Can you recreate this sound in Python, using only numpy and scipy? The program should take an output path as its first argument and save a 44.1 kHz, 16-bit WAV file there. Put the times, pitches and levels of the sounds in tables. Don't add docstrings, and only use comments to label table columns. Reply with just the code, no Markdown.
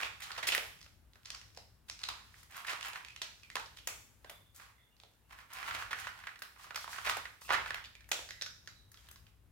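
import sys
import numpy as np
from scipy import signal
from scipy.fft import rfft, irfft, next_fast_len
from scipy.io import wavfile
from scipy.ndimage import uniform_filter1d

SR = 44100
rng = np.random.default_rng(int(sys.argv[2]) if len(sys.argv) > 2 else 0)


def generate_wav(sig):
    pcm = np.round(np.clip(np.atleast_2d(sig).T, -1, 1) * 32767).astype(np.int16)
    wavfile.write(sys.argv[1], SR, pcm)


def ratio(d):
    e = np.asarray(d, float) / 20
    return 10 ** e


N = 419391


def unit(x):
    return x / np.sqrt(np.mean(x ** 2))


def even(x):
    return x / np.sqrt(np.sum(x ** 2, axis=-1, keepdims=True))


def on_log(hz, table):
    f, v = np.transpose(table)
    return np.interp(np.log(hz + 1), np.log(f), v)


def ring(f, hz, width_hz):
    return 1j * f * width_hz / (hz ** 2 - f ** 2 + 1j * f * width_hz)


def modes(f, table):
    return sum(ratio(db) * ring(f, hz, width_hz) for hz, width_hz, db in table)


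def shape(x, gain):
    length = x.shape[-1]
    size = next_fast_len(length + min(4096, length // 2))
    f = np.arange(size // 2 + 1) * SR / size
    return irfft(rfft(x, size) * gain(f), size)[..., :length]


def walk(rate_hz):
    hold = int(SR / rate_hz)
    steps = np.repeat(rng.standard_normal(N // hold + 1), hold)
    return 1.3 * uniform_filter1d(uniform_filter1d(steps, hold), hold)[:N]


def splinters(size, rate_hz, spread_db):
    struck = rng.random(size) < rate_hz / SR
    size_db = spread_db * np.minimum(rng.exponential(size=size), 2.5)
    return struck * rng.standard_normal(size) * ratio(size_db)


# f/Hz, likeness/0-1
PORT_LIKENESS = [(60, 0.9), (200, 0.7), (640, 0.3), (1500, 0.5), (15000, 0)]


def alike(gain):
    like = lambda f: np.clip(on_log(f, PORT_LIKENESS), 0, 1)
    mid = shape(rng.standard_normal(N), lambda f: gain(f) * np.sqrt(1 + like(f)))
    side = shape(rng.standard_normal(N), lambda f: gain(f) * np.sqrt(1 - like(f)))
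    return np.array([mid + side, mid - side]) / np.std(mid)


# f/Hz, density/dB per Hz
HISS = [(88, -39.5), (150, -2), (391, -6.5), (1480, -9.5), (2400, -13.5), (5000, -15), (12900, -13.5),
        (16000, -18)]
# t/s, level/dB
RUMBLE_LEVEL = [
    (0.0, -65),
    (5.529, -69),
    (5.72, -62.5),
    (6.62, -72.5),
    (7.12, -61),
    (7.41, -73),
    (7.52, -58),
    (7.95, -67),
    (9.51, -65),
]
# f/Hz, width/Hz, level/dB
RUMBLE_RINGS = [(58.1, 19, 3.5), (100, 13, 0), (133, 98, -14.5)]
HISS_DB = -71.5
GATE_DB, GATE_KNEE_DB, GATE_S = -4, -65.5, 0.068
TREBLE_GATE_DB, TREBLE_GATE_HZ = -5, 3700


def hum(food):
    low = alike(lambda f: sum(ratio(db) * np.abs(ring(f, hz, w)) ** 1.36 for hz, w, db in RUMBLE_RINGS))
    hiss = alike(lambda f: ratio(on_log(f, HISS)))
    busy = uniform_filter1d(np.abs(food[0]), int(GATE_S * SR))
    quiet = ratio(GATE_KNEE_DB) / (ratio(GATE_KNEE_DB) + busy)
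    treble = shape(hiss, lambda f: 1 / (1 + (TREBLE_GATE_HZ / (f + 1)) ** 8))
    hiss = hiss + (ratio(TREBLE_GATE_DB * quiet) - 1) * treble
    rumble_db = np.interp(np.arange(N) / SR, *np.transpose(RUMBLE_LEVEL)) - 0.65 + 1.4 * walk(5.4)
    hiss_db = HISS_DB + GATE_DB * quiet + 0.54 * walk(5.7)
    return ratio(rumble_db) * low + ratio(hiss_db) * hiss


# f/Hz, t60/s, level/dB
ECHO_BANDS = [(236, 0.39, -27.5), (767, 0.35, 5.5), (2160, 0.19, -16), (4700, 0.62, -2.5),
              (10700, 0.13, -19)]
ROOM_DB, FIRST_WALL_S = -3, .012


def room(feed, length=40000):
    t = np.arange(length) / SR
    wall = np.clip((t - FIRST_WALL_S) / .001, 0, 1)
    rise = .55 * (t > .003) + wall * (.45 + .4 * np.exp(-np.abs(t - FIRST_WALL_S) / .006))
    noise = rng.standard_normal((2, length))
    noise = noise + shape(rng.standard_normal(length), lambda f: 2.0 / (1 + (f / 500) ** 2))
    echo = sum(ratio(db - 60 * t / t60_s) * shape(noise, lambda f: np.abs(ring(f, hz, 2.1 * hz)))
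               for hz, t60_s, db in ECHO_BANDS)
    return signal.fftconvolve(feed[None], ratio(ROOM_DB) * even(rise * echo), axes=1)[:, :N]


# t/s, length/s, f/Hz, level/dB
NOSE_WHISTLES = [(3.8, 0.15, 2950, -74), (8.31, .09, 1950, -64), (4.235, 0.06, 1600, -68),
                 (3.425, .03, 2450, -62), (3.05, .1, 2500, -64), (8.68, .2, 3900, -72),
                 (8.42, .15, 5200, -64), (7.445, .035, 2650, -58), (4.775, 0.039, 2020, -70),
                 (4.75, 0.16, 3490, -76.5), (4.25, 0.14, 3500, -68), (4.4, .15, 3500, -78),
                 (4.9, 0.06, 2840, -80), (5.22, 0.1, 2750, -86), (5.04, .07, 2700, -92),
                 (5.135, 0.028, 1500, -84)]


def sniffs():
    out, t, air = np.zeros(N), np.arange(16384) / SR, rng.standard_normal(N)
    for start_s, length_s, hz, db in NOSE_WHISTLES:
        span = slice(int(start_s * SR), int(start_s * SR) + len(t))
        breath = np.sin(np.pi * np.clip(t / length_s, 0, 1))
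        out[span] += ratio(db) * breath * unit(shape(air[span], lambda f: ring(f, hz, 200) ** 2))
    return out


# t/s, length/s, level/dB, f/Hz
RASPS = [
    (.469, .019, -33.5, 4700),
    (.219, 0.028, -47, 3300),
    (.203, 0.0054, -52, 8000),
    (7.479, 0.015, -52, 1800),
    (7.41, .07, -58, 6000),
    (4.548, .04, -62, 7000),
    (3.765, .03, -60, 3300),
    (1.883, .012, -56, 3500),
    (2.666, .012, -45, 2900),
]
RASP_EDGE_S = .0015


def scrapes():
    out, t = np.zeros((2, N)), np.arange(4096) / SR
    for start_s, length_s, db, hz in RASPS:
        rasp = rng.standard_normal(4096) + .7 * rng.standard_normal((2, 4096))
        rasp = unit(shape(rasp, lambda f: ring(f, hz, 1.9 * hz) ** 2))
        window = np.clip(np.minimum(t, length_s - t) / RASP_EDGE_S, 0, 1)
        at = int(start_s * SR)
        out[:, at:at + 4096] += ratio(db) * window * rasp
    return out


# start t/s, loudest t/s, end t/s, rattle level/dB, brightness/dB
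TRAY_PUSHES = [(-.05, 0.005, 0.076, -29.5, -15), (.2, 0.15, 0.7, -40.5, -14.5),
               (0.515, 0.2, 0.54, -28.5, 1.5), (1.25, 1.297, 1.44, -49, -33), (2.0, 2, 2.3, -49, -11.5),
               (2.499, 2.58, 2.665, -39, -11), (2.664, 2.7, 2.784, -33, -12.5), (2.8, 2.86, 2.91, -35, -10),
               (2.92, 2.97, 3.01, -39, -25), (4.54, 4.61, 4.72, -48.5, -7), (5.295, 5.33, 5.35, -43, -13),
               (5.36, 5.39, 5.44, -48.5, -15), (5.499, 5.68, 5.81, -33, -26),
               (5.719, 5.82, 5.88, -36.5, -13), (5.9, 6, 6.34, -40.5, -19), (6.58, 6.5, 7.34, -48.5, -20.5),
               (6.753, 7, 6.85, -38.5, 5.5), (6.898, 6.96, 7.12, -39.5, -5.5), (7.043, 7, 7.2, -30.5, -27),
               (7.405, 7.42, 7.42, -50, -6), (7.488, 7.535, 7.56, -22, -42), (7.6, 7.68, 7.76, -40.5, -26),
               (8.91, 9, 9.3, -62, 2), (6.87, 6.925, 6.96, -52, 12), (6.58, 6.64, 6.67, -60, 12),
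               (7.08, 7.098, 7.12, -42, 8), (2.25, 2.4, 2.5, -60, 6), (5.96, 6.0, 6.03, -50, 8)]
# f/Hz, width/Hz, level/dB
TRAY_RINGS = [(785, 30, 2.5), (1056, 340, 5.5), (1370, 59, 0), (1670, 71, -6)]
PUSH_EDGE_DB, PUSH_FADE_S = -16.5, 0.017


def pushes():
    t, level, bright = np.arange(N) / SR, np.zeros(N), np.zeros(N)
    for *times_s, db, bright_db in TRAY_PUSHES:
        swell_db = np.interp(t, times_s, [PUSH_EDGE_DB, 0, PUSH_EDGE_DB])
        window = np.clip(np.minimum(t - times_s[0], times_s[-1] - t) / PUSH_FADE_S + .5, 0, 1)
        push = window * ratio(db + swell_db)
        level += push
        bright += push * ratio(bright_db)
    knocks = splinters(N, 700, 3.5) + .7 * splinters((2, N), 2000, 2.5)
    knocks = ratio(2 * walk(60)) * knocks
    tray = shape(knocks, lambda f: ring(f, 2305, 1640) * (0.45 + modes(f, TRAY_RINGS)))
    scratch = unit(knocks) + 1.7 * rng.standard_normal((2, N))
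    scratch = shape(scratch, lambda f: ring(f, 3800, 7700) ** 2)
    return (level * unit(tray) + bright * unit(scratch)) * ratio(-9.5)


# t/s, peak level/dB, ring f/Hz, thud/dB re peak
HARD_BITES = [(.03, -18.5, 2500, -11), (.52, -16.5, 2700, -9.5), (.578, -24, 2450, 2),
              (1.155, -45.5, 1490, -5), (1.572, -33, 4900, 1), (2.086, -23, 1030, -19),
              (2.087, -23.5, 4000, -36), (2.73, -29, 1480, -3), (2.931, -32, 980, -33),
              (3.216, -21.5, 3560, -40), (3.554, -19, 980, -9), (3.596, -29.5, 950, -23),
              (4.245, -42, 1560, 8.5), (5.034, -43, 3460, 2.5), (5.748, -25, 1750, -3),
              (6.419, -28, 1591, -16), (6.744, -31, 1490, -10), (7.07, -28.5, 660, 2),
              (7.167, -26.5, 1437, 6), (8.114, -15.5, 3300, -6.5), (8.19, -40, 520, 5),
              (8.288, -37, 2089, -10), ]
# t/s, peak level/dB, ring f/Hz, splinter/dB re peak
BRIGHT_SHATTERS = [(.22, -34, 2360, 2), (0.316, -28, 4240, -7), (2.883, -29.5, 2660, 11),
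                   (3.785, -38, 3220, 3), (0.487, -15, 2790, 5), (2.43, -52, 1800, 23.5),
                   (7.169, -32, 1670, 15), (.548, -15.5, 1850, 11.5), (2.509, -54, 2470, 24.5),
                   (2.545, -39, 1650, 1), (3.872, -16.5, 7340, 8.5), (4.296, -33.5, 546, 15),
                   (4.298, -36, 626, -16), (4.545, -62, 1900, 26.5), (4.56, -51.5, 2200, 26),
                   (5.532, -44, 1670, 27), (6.391, -50, 1530, 21), (7.095, -15.5, 1290, -5.5),
                   (7.743, -22, 1687, 1), (8.089, -40, 1700, 17), (8.116, -14.5, 6900, 5.5),
                   (6.421, -30.5, 5060, 13), (6.758, -21, 5230, 6), (3.219, -26.5, 5560, -3.5),
                   (.549, -25, 5250, 6), (5.998, -39.5, 1600, 17.5), (8.916, -48.5, 1720, 21.5),
                   (9.086, -39, 3330, 12), (9.111, -42, 1720, 20), (2.566, -39.5, 1500, 21),
                   (9.266, -47, 2930, 1)]
# t/s, peak level/dB, ring f/Hz, splinter/dB re peak
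SLOW_GRINDS = [(.376, -22.5, 1080, -7), (.426, -20, 1830, -1), (.468, -19, 2330, 4.5), (.523, -22, 2600, 0),
               (1.883, -42.5, 2540, 6), (2.69, -21.5, 1900, -10), (5.906, -24, 1420, -1),
               (7.06, -21, 2210, 0.5), (7.535, -23.5, 1700, -10.5), (.524, -20.5, 3000, -7),
               (2.669, -33.5, 1700, 1.5), (0.018, -26, 2300, -10.5)]
# t/s, peak level/dB, ring f/Hz
NEAR_CAT_TICKS = [(1.133, -49, 4070), (1.231, -53, 2440), (1.248, -47, 4500), (1.254, -36.5, 4200),
                  (1.257, -33.5, 5600), (1.502, -54, 3500), (1.564, -46, 5000), (1.302, -26, 5300),
                  (1.346, -30, 5050), (1.413, -40, 1980), (1.547, -47, 5330), (1.897, -26, 5560),
                  (1.99, -38, 5200), (2.014, -45, 4030), (2.033, -26, 4000), (2.037, -22.5, 4030),
                  (1.999, -44, 4000), (.789, -52, 6400), (.807, -47, 5200), (.813, -40, 5190),
                  (.827, -41, 4800), (.843, -48, 6600), (4.965, -55, 4500), (2.522, -42.5, 2180),
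                  (2.809, -30, 2850), (2.827, -27.5, 2740), (3.047, -33.5, 2460), (3.083, -37, 2460),
                  (3.103, -41, 2380), (3.161, -32.5, 2650), (3.397, -50, 5000), (3.432, -39.5, 2460),
                  (3.5, -34, 2050), (3.77, -37.5, 3180), (3.228, -42, 6000), (4.999, -43, 3680),
                  (5.135, -60, 6000)]
# t/s, peak level/dB, ring f/Hz
FAR_CAT_TICKS = [(7.416, -44, 4700), (7.449, -50, 1300), (7.84, -36, 2945), (7.846, -35, 3627),
                 (7.854, -37, 4550), (8.341, -47, 4500), (8.659, -52, 6100), (8.289, -36, 4700),
                 (8.396, -56, 4000), (7.951, -38, 2350), (8.006, -44.5, 1740), (8.042, -48, 2400),
                 (8.306, -28, 1980), (8.411, -25, 3860), (8.42, -22.5, 5600), (8.461, -28.5, 1490),
                 (8.673, -30.5, 1670), (8.942, -42, 1350), (8.972, -44, 3280), (8.99, -53.5, 3120),
                 (9.068, -51, 3770), (9.158, -42, 1100)]
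# t/s, peak level/dB, ring f/Hz
TRAY_KNOCKS = [(.203, -38, 2280), (.304, -29, 1280), (0.362, -33, 1700), (.86, -49, 1350),
               (2.34, -42.5, 1770), (2.429, -46.5, 1750), (2.565, -36.5, 1520), (2.646, -29, 1800),
               (2.678, -26.5, 1700), (2.683, -25.5, 1980), (2.956, -26.5, 1700), (3.566, -26, 1490),
               (3.657, -38, 5470), (4.597, -39.5, 1390), (4.662, -48.5, 1240), (5.307, -40, 1480),
               (5.328, -41, 1500), (5.347, -47.5, 1490), (5.386, -41.5, 1420), (5.394, -52, 1210),
               (5.986, -31.5, 1860), (5.86, -37, 1570), (5.795, -31, 1390), (5.507, -48, 1120),
               (5.627, -28, 1560), (5.654, -34, 1380), (5.708, -23.5, 1670), (5.822, -27, 1380),
               (5.929, -18.5, 1670),
               (6.045, -31, 1750), (6.069, -23.5, 1480), (6.2, -43, 1590), (6.237, -34.5, 1704),
               (6.269, -25, 1740), (6.289, -34, 1740), (6.356, -38.5, 1660), (6.559, -44, 1140),
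               (6.596, -46.5, 1070), (6.642, -37, 1160), (6.706, -29, 1340), (6.757, -26.5, 1580),
               (6.842, -30.5, 1200), (6.877, -28.5, 980), (6.929, -30, 1520), (6.983, -25.5, 1470),
               (7.071, -21, 1800), (7.253, -26.5, 1780), (7.416, -40, 1087), (7.543, -18.5, 1840),
               (7.659, -25, 1440), (7.705, -23, 1700), (7.774, -36.5, 1603), (7.781, -33.5, 1603),
               (6.572, -48, 1100), (6.666, -43, 1100), (6.775, -31, 1200), (6.942, -33.5, 1500),
               (7.077, -22.5, 1500)]
# t/s, peak level/dB, ring f/Hz
TRAY_SHOVES = [(7.491, -25.5, 915), (7.498, -27, 1000), (7.504, -14, 1140), (7.509, -17.5, 1290),
               (7.515, -22, 1300), (7.522, -20.5, 1000), (7.531, -19.5, 1500), (7.539, -21, 1790),
               (7.542, -19.5, 1700), (7.549, -23, 1300), (7.569, -28.5, 1100), (7.575, -27, 1500),
               (7.596, -29, 1200), (.002, -27.5, 1510), (.05, -31, 2210), (.862, -46, 3020)]
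# t/s, peak level/dB, ring f/Hz
CLEAN_SNAPS = [(.5475, -17, 2000), (.4865, -20, 2900), (.524, -21, 3000), (.578, -25, 2300),
               (3.565, -26, 1500), (1.898, -30, 5000), (2.682, -28, 2400), (2.695, -30, 2300),
               (2.733, -30, 1500), (4.295, -38, 600), (4.244, -44, 600), (8.19, -35, 600),
               (6.641, -46, 6000), (6.586, -52, 9000), (6.39, -44, 4500), (6.358, -50, 5000),
               (2.015, -42, 5000), (8.42, -28, 5600), (7.705, -27, 1700)]
# thud/dB, splinter/dB, broad share, body f/Hz
BITE_COLOUR = (1.2, -7.5, 0.74, 2127)
SHATTER_COLOUR = (-16.5, -2.5, 0.65, 2120)
GRIND_COLOUR = (-19, -3, 1.8, 2000.5)
TICK_COLOUR = (-43, -20, 0.5, 3395)
FAR_TICK_COLOUR = (-15.5, -9, 0.5, 3297)
KNOCK_COLOUR = (-42.5, -11, 0.2, 1916.5)
SHOVE_COLOUR = (-13, -22.5, 0.6, 1499)
SNAP_COLOUR = (-12, -8, 0.6, 2200)
# snap share, crumble/s, jaw share, top f/Hz, room/dB, ring gain, ring width re ring f
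BREAKING = [
    (2.4, 0.0037, 0.66, 13000, -1.5, 1.74, .25),
    (2.2, 0.0036, 0.41, 11800, -1.5, 1.8, 0.26),
    (.1, 0.0088, .4, 12000, -1, 2.1, 0.4),
    (3.6, 0.0031, 0.26, 8700, -1.5, 0.91, 0.23),
    (4.4, 0.0055, 0.53, 6900, -2.5, 1.94, 0.084),
    (2, 0.0043, 0.13, 7200, -4.5, 2.3, 0.31),
    (0.93, 0.0022, .1, 6000, -3, 2.2, 0.49),
    (6, .0012, .2, 12000, -6, 1.5, .4),
]


def crack_rows():
    thud_db, *colour = BITE_COLOUR
    rows = [(s, db, hz, own_db + thud_db, *colour, *BREAKING[0]) for s, db, hz, own_db in HARD_BITES]
    bright = [(BRIGHT_SHATTERS, SHATTER_COLOUR), (SLOW_GRINDS, GRIND_COLOUR)]
    for (table, (thud_db, high_db, *colour)), way in zip(bright, BREAKING[1:]):
        rows += [(s, db, hz, thud_db, own_db + high_db, *colour, *way) for s, db, hz, own_db in table]
    plain = [(NEAR_CAT_TICKS, TICK_COLOUR), (FAR_CAT_TICKS, FAR_TICK_COLOUR),
             (TRAY_KNOCKS, KNOCK_COLOUR), (TRAY_SHOVES, SHOVE_COLOUR), (CLEAN_SNAPS, SNAP_COLOUR)]
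    for (table, colour), way in zip(plain, BREAKING[3:]):
        rows += [(*row, *colour, *way) for row in table]
    return np.transpose(rows)[:, :, None]


# f/Hz, width/Hz, level/dB
NEAR_JAW_RINGS = [(1490, 87, -7), (2540, 260, -1.5), (3650, 160, -3), (6900, 440, -2), (8900, 140, 2.5),
                  (12200, 2400, 5.5)]
# f/Hz, width/Hz, level/dB
FAR_JAW_RINGS = [(1700, 340, 4), (3880, 120, 3), (5300, 1522, 3), (6600, 510, 4), (12550, 2200, 9.5)]
FAR_JAW_FROM_S = 8.25
NEAR_JAW_IN_ROOM, FAR_JAW_IN_ROOM = .4, 1.1


def jaw_ring(f, s, jaw_share, mouth):
    far = s > FAR_JAW_FROM_S
    direct = np.ones_like(s)
    share = jaw_share * np.array([direct, direct, np.where(far, FAR_JAW_IN_ROOM, NEAR_JAW_IN_ROOM)])
    return share * np.where(far, modes(f, FAR_JAW_RINGS), modes(f * mouth, NEAR_JAW_RINGS))


FLOOR_ECHO_S, FLOOR_ECHO = 0.001312, -0.28
ASIDE_HZ = 11100
MOUTH_SPREAD, THUD_ROOM_DB, SPLINTER_SOFTEN = 0.04, -3.5, .6
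SPOTS = 3


def cracks(length=2048):
    (s, db, hz, thud_db, high_db, broad, body_hz, sharp, crumble_s, jaw_share, top_hz, wet_db,
     ring_gain, ring_width) = crack_rows()
    t = np.arange(length) / SR
    click = lambda at_s: 2. * (np.arange(length) == int(at_s * SR))
    snap = sharp * (click(.0016) + FLOOR_ECHO * click(.0016 + FLOOR_ECHO_S))
    grain, *scatter, ragged, uneven, opening = rng.standard_normal((6, len(s), length))
    scatter = np.array(scatter)
    mouth = 1 + MOUTH_SPREAD * opening[:, :1]
    crumble = (1 - np.exp(-3 * t / crumble_s)) ** 2 * np.exp(-t / crumble_s)
    crumbs = .85 * crumble * ratio(2.2 * uneven)
    direct = snap * (0.98 + 0.41 * scatter) + crumbs * (grain + 0.71 * scatter)
    to_room = click(.001) + .18 * np.exp(-t / .0005) * ragged
    force = np.array([*direct, to_room])

    jaw = lambda f: jaw_ring(f, s, jaw_share, mouth)
    top_cut = lambda f: (top_hz ** 2 / (top_hz ** 2 - f ** 2 + 1.3j * f * top_hz)) ** 2
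    pellet = lambda f: ring_gain * ring(f, hz, ring_width * hz)
    body = shape(force, lambda f: ((broad + jaw(f)) * ring(f, body_hz, 2.8 * body_hz) + pellet(f))
                 * ring(f, body_hz, 2.36 * body_hz) * top_cut(f))
    thud = shape(force, lambda f: ring(f, 734, 850) ** 2)
    thud_db = thud_db + np.array([0, 0, THUD_ROOM_DB])[:, None, None]
    force[:2] -= SPLINTER_SOFTEN * snap * (.94 + .45 * scatter)
    high = shape(force, lambda f: (1.0 + jaw(f)) * ring(f, 6750, 14000) ** 2)
    sound = even(body) + ratio(thud_db - 7.0) * even(thud) + ratio(high_db - 11.0) * even(high)
    sound = ratio(db + 11.0) * sound
    sound[2] *= ratio(wet_db)

    at = (s * SR).astype(int) + np.arange(length)
    place = lambda at, x: np.bincount(at.ravel(), x.ravel(), N + length)[:N]
    ports = np.array([place(at, x) for x in sound[:2]])
    feeds = [place(at[k::SPOTS], sound[2, k::SPOTS]) for k in range(SPOTS)]
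    return shape(ports, lambda f: 1 / (1 + 1j * f / ASIDE_HZ)), feeds


PORT_LAG_S, PORT_TURN_RAD = .00009, 1.85
NEAR_PAN_DB = -1.5


def scene():
    near, feeds = cracks()
    rattle = pushes() + sniffs() + scrapes()
    near = near + rattle
    lag_rad = lambda f: PORT_TURN_RAD * np.tanh(2 * np.pi * f * PORT_LAG_S / PORT_TURN_RAD)
    near[1] = shape(near[1], lambda f: np.exp(-1j * lag_rad(f)))
    near = near * ratio(NEAR_PAN_DB * np.array([[.5], [-.5]]))
    feeds[0] = feeds[0] + ratio(0.44) * rattle.mean(axis=0)
    food = near + sum(room(feed) for feed in feeds)
    return food + hum(food)


def roll_off(x):
    return signal.sosfilt(signal.butter(12, 16960, fs=SR, output="sos"), x)


# f/Hz, left minus right/dB
PORT_COLOUR = [(60, 6), (150, 2.5), (330, 3.5), (700, -3), (1500, -4.5), (4400, -1.5), (8120, 3.5),
               (15000, 12)]
TOP_HZ = 15900


def record(dry):
    side = np.array([[.5], [-.5]])
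    ports = shape(dry, lambda f: ratio(side * on_log(f, PORT_COLOUR) - 36 * (f > TOP_HZ)))
    return roll_off(ports)


dry = scene()
out = record(dry)
generate_wav(out)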